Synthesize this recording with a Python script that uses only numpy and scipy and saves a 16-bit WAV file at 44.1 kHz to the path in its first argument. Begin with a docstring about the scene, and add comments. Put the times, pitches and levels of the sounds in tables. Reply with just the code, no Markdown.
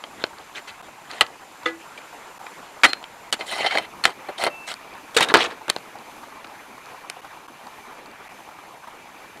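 """Steel spatula on a frying pan

A steel spatula taps, rattles and scrapes on a frying pan and the hob beside it, heard close up.
Each contact is a noise force that excites resonances, with decaying sine notes added for ringing modes.
The kitchen adds filtered-noise hiss and murmur, soft pops near 900 Hz and a decaying-noise reverberation.
The level dips briefly now and then; the loudest knocks clip."""
import sys
import numpy as np
from scipy import signal
from scipy.fft import rfft, irfft, next_fast_len
from scipy.io import wavfile
from scipy.ndimage import uniform_filter1d, map_coordinates

SR = 44100
rng = np.random.default_rng(int(sys.argv[2]) if len(sys.argv) > 2 else 0)


def wav_out(sig):
    """Save sig, one row per channel (or a flat mono array), as 16-bit PCM at SR to the path in sys.argv[1]."""
    wavfile.write(sys.argv[1], SR, np.round(np.clip(np.atleast_2d(sig).T, -1, 1) * 32767).astype(np.int16))


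N = 414540  # length in samples


def amp(db):
    """Level in dB to amplitude gain."""
    return 10 ** (np.asarray(db) / 20)


def unit(x):
    """Normalisation to an rms of 1."""
    return x / np.sqrt(np.mean(x ** 2) + 1e-20)


def along(points, hz):
    """Interpolation of (f/Hz, value) points on a logarithmic frequency axis."""
    f, value = np.transpose(points)
    return np.interp(np.log(hz + 1), np.log(f + 1), value)


def filtered(x, response):
    """Linear filtering: the spectrum of x times a response of frequency."""
    size = next_fast_len(N + SR // 2)
    hz = np.fft.rfftfreq(size, 1 / SR)
    return irfft(rfft(x, size) * response(hz), size)[..., :N]


def bumps(modes, hz):
    """Lorentzian resonance curves, summed as power, from (f/Hz, width/Hz, level/dB)."""
    return sum(amp(db) ** 2 / (1 + (2 * (hz - centre) / width) ** 2) for centre, width, db in modes)


def wobble(rate):
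    """Slow random modulation: a smooth curve through random knots, rate of them a second."""
    knots = rng.standard_normal(int(N * rate / SR) + 4)
    return map_coordinates(knots, [np.arange(N) * rate / SR])


def patches(x, patchy_db, wide, long):
    """Time-frequency modulation: a random gain field of rms patchy_db, smoothed over bins and frames."""
    z = signal.stft(x, nperseg=256)[2]
    field = rng.standard_normal(z.shape[-2:])
    field = uniform_filter1d(uniform_filter1d(field, wide, 0), long, 1)
    return signal.istft(z * amp(patchy_db * unit(field)), nperseg=256)[1][..., :N]


def waver(hz, t):
    """Narrow-band tone: random in-phase and quadrature parts sway its strength and phase."""
    depth = 3.9 * min(hz / 1200, 1)  # low tones are steadier
    a, b = uniform_filter1d(rng.standard_normal((2, len(t))), 400) * depth
    return (1 + a) * np.sin(2 * np.pi * hz * t) + b * np.cos(2 * np.pi * hz * t)


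def place(s):
    """Coupling by position: the pan's share of the power and the grit level at a time."""
    # where the blade works: t/s, share that rings the pan (0-1), grit of rubbing relative to blade/dB
    places = [(0.0, 0.16, -14), (2.5, 0.03, -17), (2.9, 0.06, -7), (3.3, 0.03, -5), (3.48, 0.63, 3.5),
              (3.65, 0.92, -18), (3.8, 0.57, -15), (4.05, 0.14, -9), (4.4, 0.72, -7), (4.7, 0.27, -5.5),
              (5.1, 0.04, -13), (5.35, 0.02, -23), (5.45, 0, -17), (9.4, 0.13, 10)]
    at, ring, grit_db = np.transpose(places)
    return np.interp(s, at, ring), np.interp(s, at, grit_db)


def shares(body_db, grit_db, ring):
    """Power division: gains for body, blade and grit, first on the dull hob, then in the ringing pan."""
    ring = np.clip(ring, 0, 1)
    surface = np.sqrt([1 - ring, ring])[:, None]
    bands = amp([body_db, 0 * ring, grit_db])
    return (surface * bands).reshape(6, -1)


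def air():
    """Broadband noise shaped by spectrum: patchy murmur below, smooth hiss above, narrow bands in both."""
    # colour of kitchen air: f/Hz, level/dB
    colour = [(25, -18), (60, -15.5), (150, -8), (300, -3), (600, -3.5), (900, 2), (1500, -4.5), (2500, -6),
              (3200, -11.5), (12700, -24.5), (13800, -22.5), (15800, -49)]
    # narrow bands: f/Hz, width/Hz, level over the hiss at first/dB, level later/dB
    narrow = [(2350, 61, -23, 5), (6260, 97, 7, 8.5), (7160, 125, 12.5, 6.5), (8060, 99, 7, -1),
              (9340, 100, 6.5, 6.5), (10160, 380, 3.5, 6.5), (11630, 200, 5.5, 7), (13400, 190, 1, 8)]
    # course of the air: t/s, murmur level/dB, hiss level/dB (both before the trims below)
    course = [(0.0, -42.5, -48.5), (3.43, -40, -48.5), (9.4, -42, -51)]
    turn_s, crossover_hz = 3.7, 3500  # the bands change strength at turn_s
    murmur_trim_db, hiss_trim_db = -3.5, -5.0

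    def low_share(hz):
        return 1 / (1 + (hz / crossover_hz) ** 4)

    def spectra(hz):
        extra = [bumps([(b[0], b[1], b[k]) for b in narrow], hz) for k in (2, 3)]
        return amp(along(colour, hz)) * np.sqrt(1 + np.array(extra))

    s, murmur_db, hiss_db = np.transpose(course)
    t = np.arange(N) / SR
    patchy = patches(rng.standard_normal(N), 2.74, 3, 12)
    murmur = filtered(patchy, lambda hz: spectra(hz) * np.sqrt(low_share(hz)))
    hiss = filtered(rng.standard_normal(N), lambda hz: spectra(hz) * np.sqrt(1 - low_share(hz)))
    murmur, hiss = [unit(np.where(t < turn_s, *pair)) for pair in (murmur, hiss)]
    murmur_level = np.interp(t, s, murmur_db) + murmur_trim_db + wobble(11.0)
    hiss_level = np.interp(t, s, hiss_db) + hiss_trim_db + 0.99 * wobble(8.2)
    return amp(murmur_level) * murmur + amp(hiss_level) * hiss


def pops():
    """Amplitude-modulated tones: slow noise widens two low resonances into soft dull flutters."""
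    # clear pops: t/s, level before the pulse shape/dB, f/Hz
    clear = [(6.231, -36, 925), (7.245, -35, 880), (8.872, -34.5, 950)]
    draw = rng.random((int(N / SR) * 60, 3))  # many fainter pops at random
    faint_db = -51 - 2.5 * np.log(draw[:, 1] + .01)
    faint = np.c_[draw[:, 0] * N / SR, faint_db, 720 * 1.5 ** draw[:, 2]]
    out, t = np.zeros(N + SR), np.arange(SR // 16) / SR
    shape = t / 0.0041 * np.exp(1 - t / 0.005)
    for s, db, hz in [*clear, *faint]:
        a, b = uniform_filter1d(rng.standard_normal((2, len(t))), 100) * 10
        tones = (.5 + a) * np.sin(2 * np.pi * hz * t) + .5 * b * np.sin(2 * np.pi * 1.5 * hz * t)
        out[round(s * SR):][:len(t)] += amp(db) * shape * tones
    return out[:N]


def taps():
    """Impact excitation: a blow, a decaying clatter of tiny contacts, and a short note from the blade."""
    # taps: t/s, level before the trims below/dB, body relative to blade/dB, grit relative to blade/dB,
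    # clatter t60 before the scaling below/s, loudest note f/Hz
    tap_rows = [(0.039, -20, -3, -23, 0.025, 3230), (0.2395, -7, 0, -37, 0.014, 4200),
                (1.209, 1.5, -5.5, -6.5, 0.05, 1956), (1.6599, -12.5, -7, -25, 0.11, 1260),
                (1.9764, -23.5, -4.5, -12, 0.056, 2340), (2.4653, -21, 0.5, -26, 0.023, 2440),
                (2.8343, 6.5, -13.5, -22, 0.058, 2265), (2.8441, 2, -15, -10, 0.037, 1920),
                (2.8495, 3.5, -14, -23, 0.047, 1980), (2.9325, -1, -13, -11, 0.014, 4140),
                (3.0409, -16.5, -8.5, -25, 0.012, 3200), (3.3262, -7.5, -8, 2, 0.063, 2950),
                (3.4092, -13.5, -1, -30, 0.044, 2090), (3.521, -13.5, -6.5, -23, 0.047, 3970),
                (3.6621, 0, -8.5, -18, 0.036, 2020), (3.708, -12, -27, -22, 0.13, 2210),
                (3.7521, -10.5, 2.5, -22, 0.044, 1670), (3.7736, -0.5, -16, -23, 0.014, 2060),
                (3.783, -6, -7, -6, 0.025, 2240), (4.0387, -6, -18, -4.5, 0.047, 4310),
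                (4.0533, 4.5, -12.5, -6.5, 0.021, 1760), (4.2858, -30.5, 17.5, -1, 0.065, 4220),
                (4.4385, -14, -1, 2, .012, 600), (4.4462, -10, -3, -4, .014, 4240),
                (4.4542, -17, 3, 1, 0.02, 2100), (4.4658, -6.5, 5.5, -8, 0.047, 2090),
                (5.1458, -22.5, -4, 2, 0.088, 3350), (5.1662, -4.5, -14, -0.5, 0.083, 3730),
                (5.198, -9, -6, -10, .02, 2100), (5.2064, -9, 0, 0, 0.059, 1900),
                (5.2266, -8.5, -11, 1, 0.083, 3730), (5.2861, -17, -2, -5.5, 0.08, 3800),
                (5.3399, 2, -1, -5.5, 0.034, 1890), (5.3445, 0, 1.5, -29, 0.067, 1680),
                (5.3694, -5.5, -3, -7, 0.03, 2010), (5.681, -22, 10, -3, 0.02, 1210),
                (5.6995, 1, -19, 4, 0.015, 4460), (5.7632, -10, -1, -11, 0.0092, 4200),
                (6.4446, -21.5, 1, -23, 0.023, 2370), (7.0991, -18.5, -5, 8.5, 0.015, 2320)]
    # thin bright ticks: t/s, level before the trims below/dB
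    tick_rows = [(1.1131, -18), (1.2658, -24), (1.6334, -31), (3.028, -27), (4.7404, -14.5)]
    tick_body_db, tick_grit_db, tick_t60, tick_hz = -20, -4, .008, 4500  # t60 in s, before scaling
    loudest_random_db = -29  # before the trims
    clatter_trim_db, note_trim_db = -9.5, -7.0
    rattle_db = 3.5  # rms unevenness of the clatter

    force, notes, t = np.zeros((6, N + SR)), np.zeros(N + SR), np.arange(SR // 8) / SR
    lasts = np.tile([1.3, 1, .7], 2)[:, None]  # t60 scale: bass lasts longer, treble shorter
    draw = rng.random((int(N / SR) * 2, 2))
    random_ticks = zip(draw[:, 0] * N / SR, loudest_random_db - 8 * draw[:, 1])
    ticks = [(s, db, tick_body_db, tick_grit_db, tick_t60, tick_hz) for s, db in [*tick_rows, *random_ticks]]
    for s, db, body_db, grit_db, t60, note_hz in [*tap_rows, *ticks]:
        start = round(s * SR)
        rise = 1 - np.exp(-t / (0.011 * t60))  # long clatters build up more slowly
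        lumps = unit(uniform_filter1d(rng.standard_normal(len(t)), size=80))
        rattle = unit(amp(rattle_db * lumps))  # separate contacts
        blow = 3 * (np.arange(len(t)) == 9)
        chatter = rng.standard_normal((6, len(t))) * rise * rattle + blow
        decay = amp(db + clatter_trim_db - 60 * t / (t60 * lasts))
        force[:, start:][:, :len(t)] += decay * shares(body_db, grit_db, place(s)[0]) * chatter
        note_decay = amp(db + note_trim_db - 60 * t / (0.79 * t60))
        notes[start:][:len(t)] += note_decay * rise * waver(note_hz, t)
    return force[:, :N], notes[:N]


def kernels(size=2048):
    """Minimum-phase resonance: six causal unit-energy responses, dull on the hob, then ringing in the pan."""
    # broad colour of contacts: f/Hz, level/dB
    contact_colour = [(35, -55), (60, -22), (220, -7.5), (370, 1.5), (618, 0), (1400, 0.5), (1940, -1.5),
                      (3810, -4.5), (5790, -15), (8810, -15), (15800, -38)]
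    # pan and blade resonances: f/Hz, width/Hz, level/dB (their power curve weights the amplitude below)
    pan_modes = [(580, 140, -4.5), (760, 210, -1.5), (1320, 56, -7), (1707, 43, -16), (2047, 116, -2),
                 (3102, 87, -2.5), (3890, 140, -8), (4250, 155, -2), (4630, 80, -4), (5500, 95, -5.5),
                 (9330, 120, -7), (10600, 170, -3)]
    # borders of the body, blade and grit ranges: f/Hz
    split_hz = (1200, 5000)
    hz = np.fft.rfftfreq(size, 1 / SR)
    low, high = [1 / np.sqrt(1 + (hz / edge) ** 4) for edge in split_hz]
    ranges = [low, high * np.sqrt(1 - low ** 2), np.sqrt(1 - high ** 2)]
    dull = amp(along(contact_colour, hz)) * ranges
    ringing = dull * (1 / 16 + bumps(pan_modes, hz))
    cepstrum = irfft(np.log(np.r_[dull, ringing] + 1e-6), size)
    cepstrum[:, 1:size // 2] *= 2
    cepstrum[:, size // 2 + 1:] = 0  # minimum phase: nothing sounds before the contact
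    h = irfft(np.exp(rfft(cepstrum)), size)
    return h / np.linalg.norm(h, axis=1, keepdims=True)


def scrapes():
    """Friction excitation: the blade edge catches on the surface, giving uneven grit under each stroke."""
    # long strokes, one curve each: t/s, pressure level/dB, body relative to blade/dB
    strokes = [
        [(2.839, -17, -4), (2.866, -21.5, 3), (2.872, -35.5, 4), (2.905, -35.5, -3), (2.92, -54, -8)],
        [(3.461, -46, -2), (3.525, -32.5, -3), (3.545, -34.5, -3), (3.6, -27, -6), (3.635, -26.5, -1),
         (3.655, -23, 1), (3.676, -25, -8), (3.695, -35.5, -15), (3.73, -30.5, -7), (3.768, -30, -6),
         (3.79, -31, 6), (3.81, -45, 2), (3.855, -40, -5)],
        [(4.382, -31, -5), (4.395, -33.5, -6), (4.423, -29, 2), (4.435, -32, 1), (4.467, -34, -6)],
        [(5.168, -17.5, -14), (5.185, -14, -5), (5.195, -30, 1), (5.21, -20, -3.5), (5.238, -19.5, -8.5),
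         (5.258, -41, 6), (5.284, -41, 7), (5.303, -28, -4), (5.325, -38, 14)],
        [(5.347, -23, 11.5), (5.398, -25.5, -2.5), (5.408, -19, -5.5), (5.462, -27, -1.5), (5.475, -45, 9),
         (5.498, -46, 8), (5.506, -37, 3), (5.572, -63, 11)],
    ]
    # short brushes: t/s, length/s, first level/dB, change to the end/dB, body relative to blade/dB
    brushes = [(0.194, 0.038, -42, -4.5, -12), (0.549, 0.046, -37.5, 1.5, -8),
               (0.677, 0.033, -35.5, -7, -10), (1.096, 0.11, -37.5, -7, -7), (3.394, 0.054, -44, -13, 8),
               (4.053, 0.067, -28, -15.5, 1), (4.671, 0.058, -37, 5, -16),
               (5.697, 0.0058, -14.5, -0.5, -7.5)]
    edge_s, swell = 0.012, 0.42  # pressure build-up time; share of its length over which a brush eases
    snag_db, snags_per_s = 7, 500  # mean size of sharp snags before the cap at twice that; mean rate
    drift_db = 3.4  # rms depth of the colour shifts

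    force = np.zeros((6, N))
    short = [[(s, db, body_db), (s + length, db + change_db, body_db)]
             for s, length, db, change_db, body_db in brushes]
    eases = [edge_s] * len(strokes) + [swell * row[1] for row in brushes]
    for stroke, ease in zip([*strokes, *short], eases):
        s, press_db, body_db = np.transpose(stroke)
        at = np.arange(round((s[0] - edge_s / 2) * SR), round((s[-1] + ease / 2) * SR))
        t = at / SR
        fade = np.clip(np.minimum((t - t[0]) / edge_s, (t[-1] - t) / ease), 0, 1)
        press = amp(np.interp(t, s, press_db)) * fade
        ring, grit_db = place(t)
        force[:, at] += shares(np.interp(t, s, body_db), grit_db, ring) * press
    snags = snag_db * (rng.random(N) < snags_per_s / SR) * rng.exponential(size=N)
    catches = amp(np.minimum(snags, 2 * snag_db) + 1.6 * wobble(250) + 1.15 * wobble(900))
    rubbing = patches(rng.standard_normal((3, N)), drift_db, 5, 8)  # the colour shifts as the edge moves
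    return force * unit(catches * np.tile(rubbing, (2, 1)))


def rings():
    """Free modal decay: single modes sound on, a little unsteady, until a touch damps them."""
    BLADE_HZ = 4190  # a high ringing note of the blade
    # rings: start t/s, stop t/s, f/Hz, level/dB, t60/s
    ring_rows = [(1.209, 1.225, 2970, 1.5, 0.015), (1.2095, 1.24, 4180, -5, 0.02),
                 (1.211, 1.236, 1280, -11, 0.045), (1.66, 1.827, 331, -28.5, 0.39),
                 (1.658, 1.707, 494, -22.5, 0.17), (1.658, 1.763, 1460, -32.5, 0.3),
                 (1.658, 1.76, 1690, -30.5, 0.26), (1.657, 1.69, 3500, -22, 0.058),
                 (1.658, 1.8, 1985, -21, 0.18), (3.327, 3.36, 4420, -19, 0.027),
                 (2.86, 2.922, BLADE_HZ, -27, 1.1), (2.917, 3.02, BLADE_HZ, -37.5, 0.3),
                 (4.502, 4.676, 2666, -39.5, 3.4), (5.165, 5.192, 466, -9, 0.079),
                 (5.342, 5.557, 339, -23, 0.41), (5.415, 5.485, 479, -29, 0.37)]
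    out = np.zeros(N)
    for start, stop, hz, db, t60 in ring_rows:
        t = np.arange(round((stop - start) * SR)) / SR
        edges = np.clip(np.minimum(t, (t[-1] - t) / 4) / 0.0013, 0, 1)  # the end fades four times slower
        out[round(start * SR):][:len(t)] += amp(db - 60 * t / t60) * edges * waver(hz, t)
    return out


def room(x):
    """Reverberation by convolution: a noise tail in which each frequency decays at its own rate."""
    # decay of the kitchen: f/Hz, t60/s
    decay_times = [(200, 0.39), (10000, 0.014)]
    hz, t, z = signal.stft(rng.standard_normal(SR // 3), SR, nperseg=256)
    decay = amp(-60 * t / along(decay_times, hz)[:, None])
    tail = signal.istft(z * decay, SR, nperseg=256)[1]
    delayed = np.pad(x, (300, 0))  # delay in samples
    return signal.fftconvolve(delayed, tail / np.linalg.norm(tail))[:N]


def scene():
    """Source-filter superposition: contacts drive the hob and pan, the room answers, pops and air add."""
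    room_db = -24
    force, notes = taps()
    struck = signal.fftconvolve(force + scrapes(), kernels(), axes=1)[:, :N].sum(0)
    contacts = struck + notes + rings()
    return (contacts + amp(room_db) * room(contacts) + pops() + air())[None]


def record(dry):
    """Saturation and band limiting: brief level dips, rounded clipping at full scale, a steep low-pass."""
    # brief dips: t/s, depth/dB
    dip_rows = [(0.821, 25), (2.388, 30), (3.313, 22), (7.213, 18), (7.474, 23), (8.287, 20)]
    top_hz, dip_s = 15850, 0.0029  # half-amplitude frequency; Gaussian time constant of a dip
    t = np.arange(N) / SR
    dips = amp(-sum(db * np.exp(-((t - s) / dip_s) ** 2) for s, db in dip_rows))
    x = dry * dips
    clipped = x / (1 + np.abs(x) ** 8) ** (1 / 8)
    return filtered(clipped, lambda hz: 1 / (1 + (hz / top_hz) ** 400))


dry = scene()
out = record(dry)
wav_out(out)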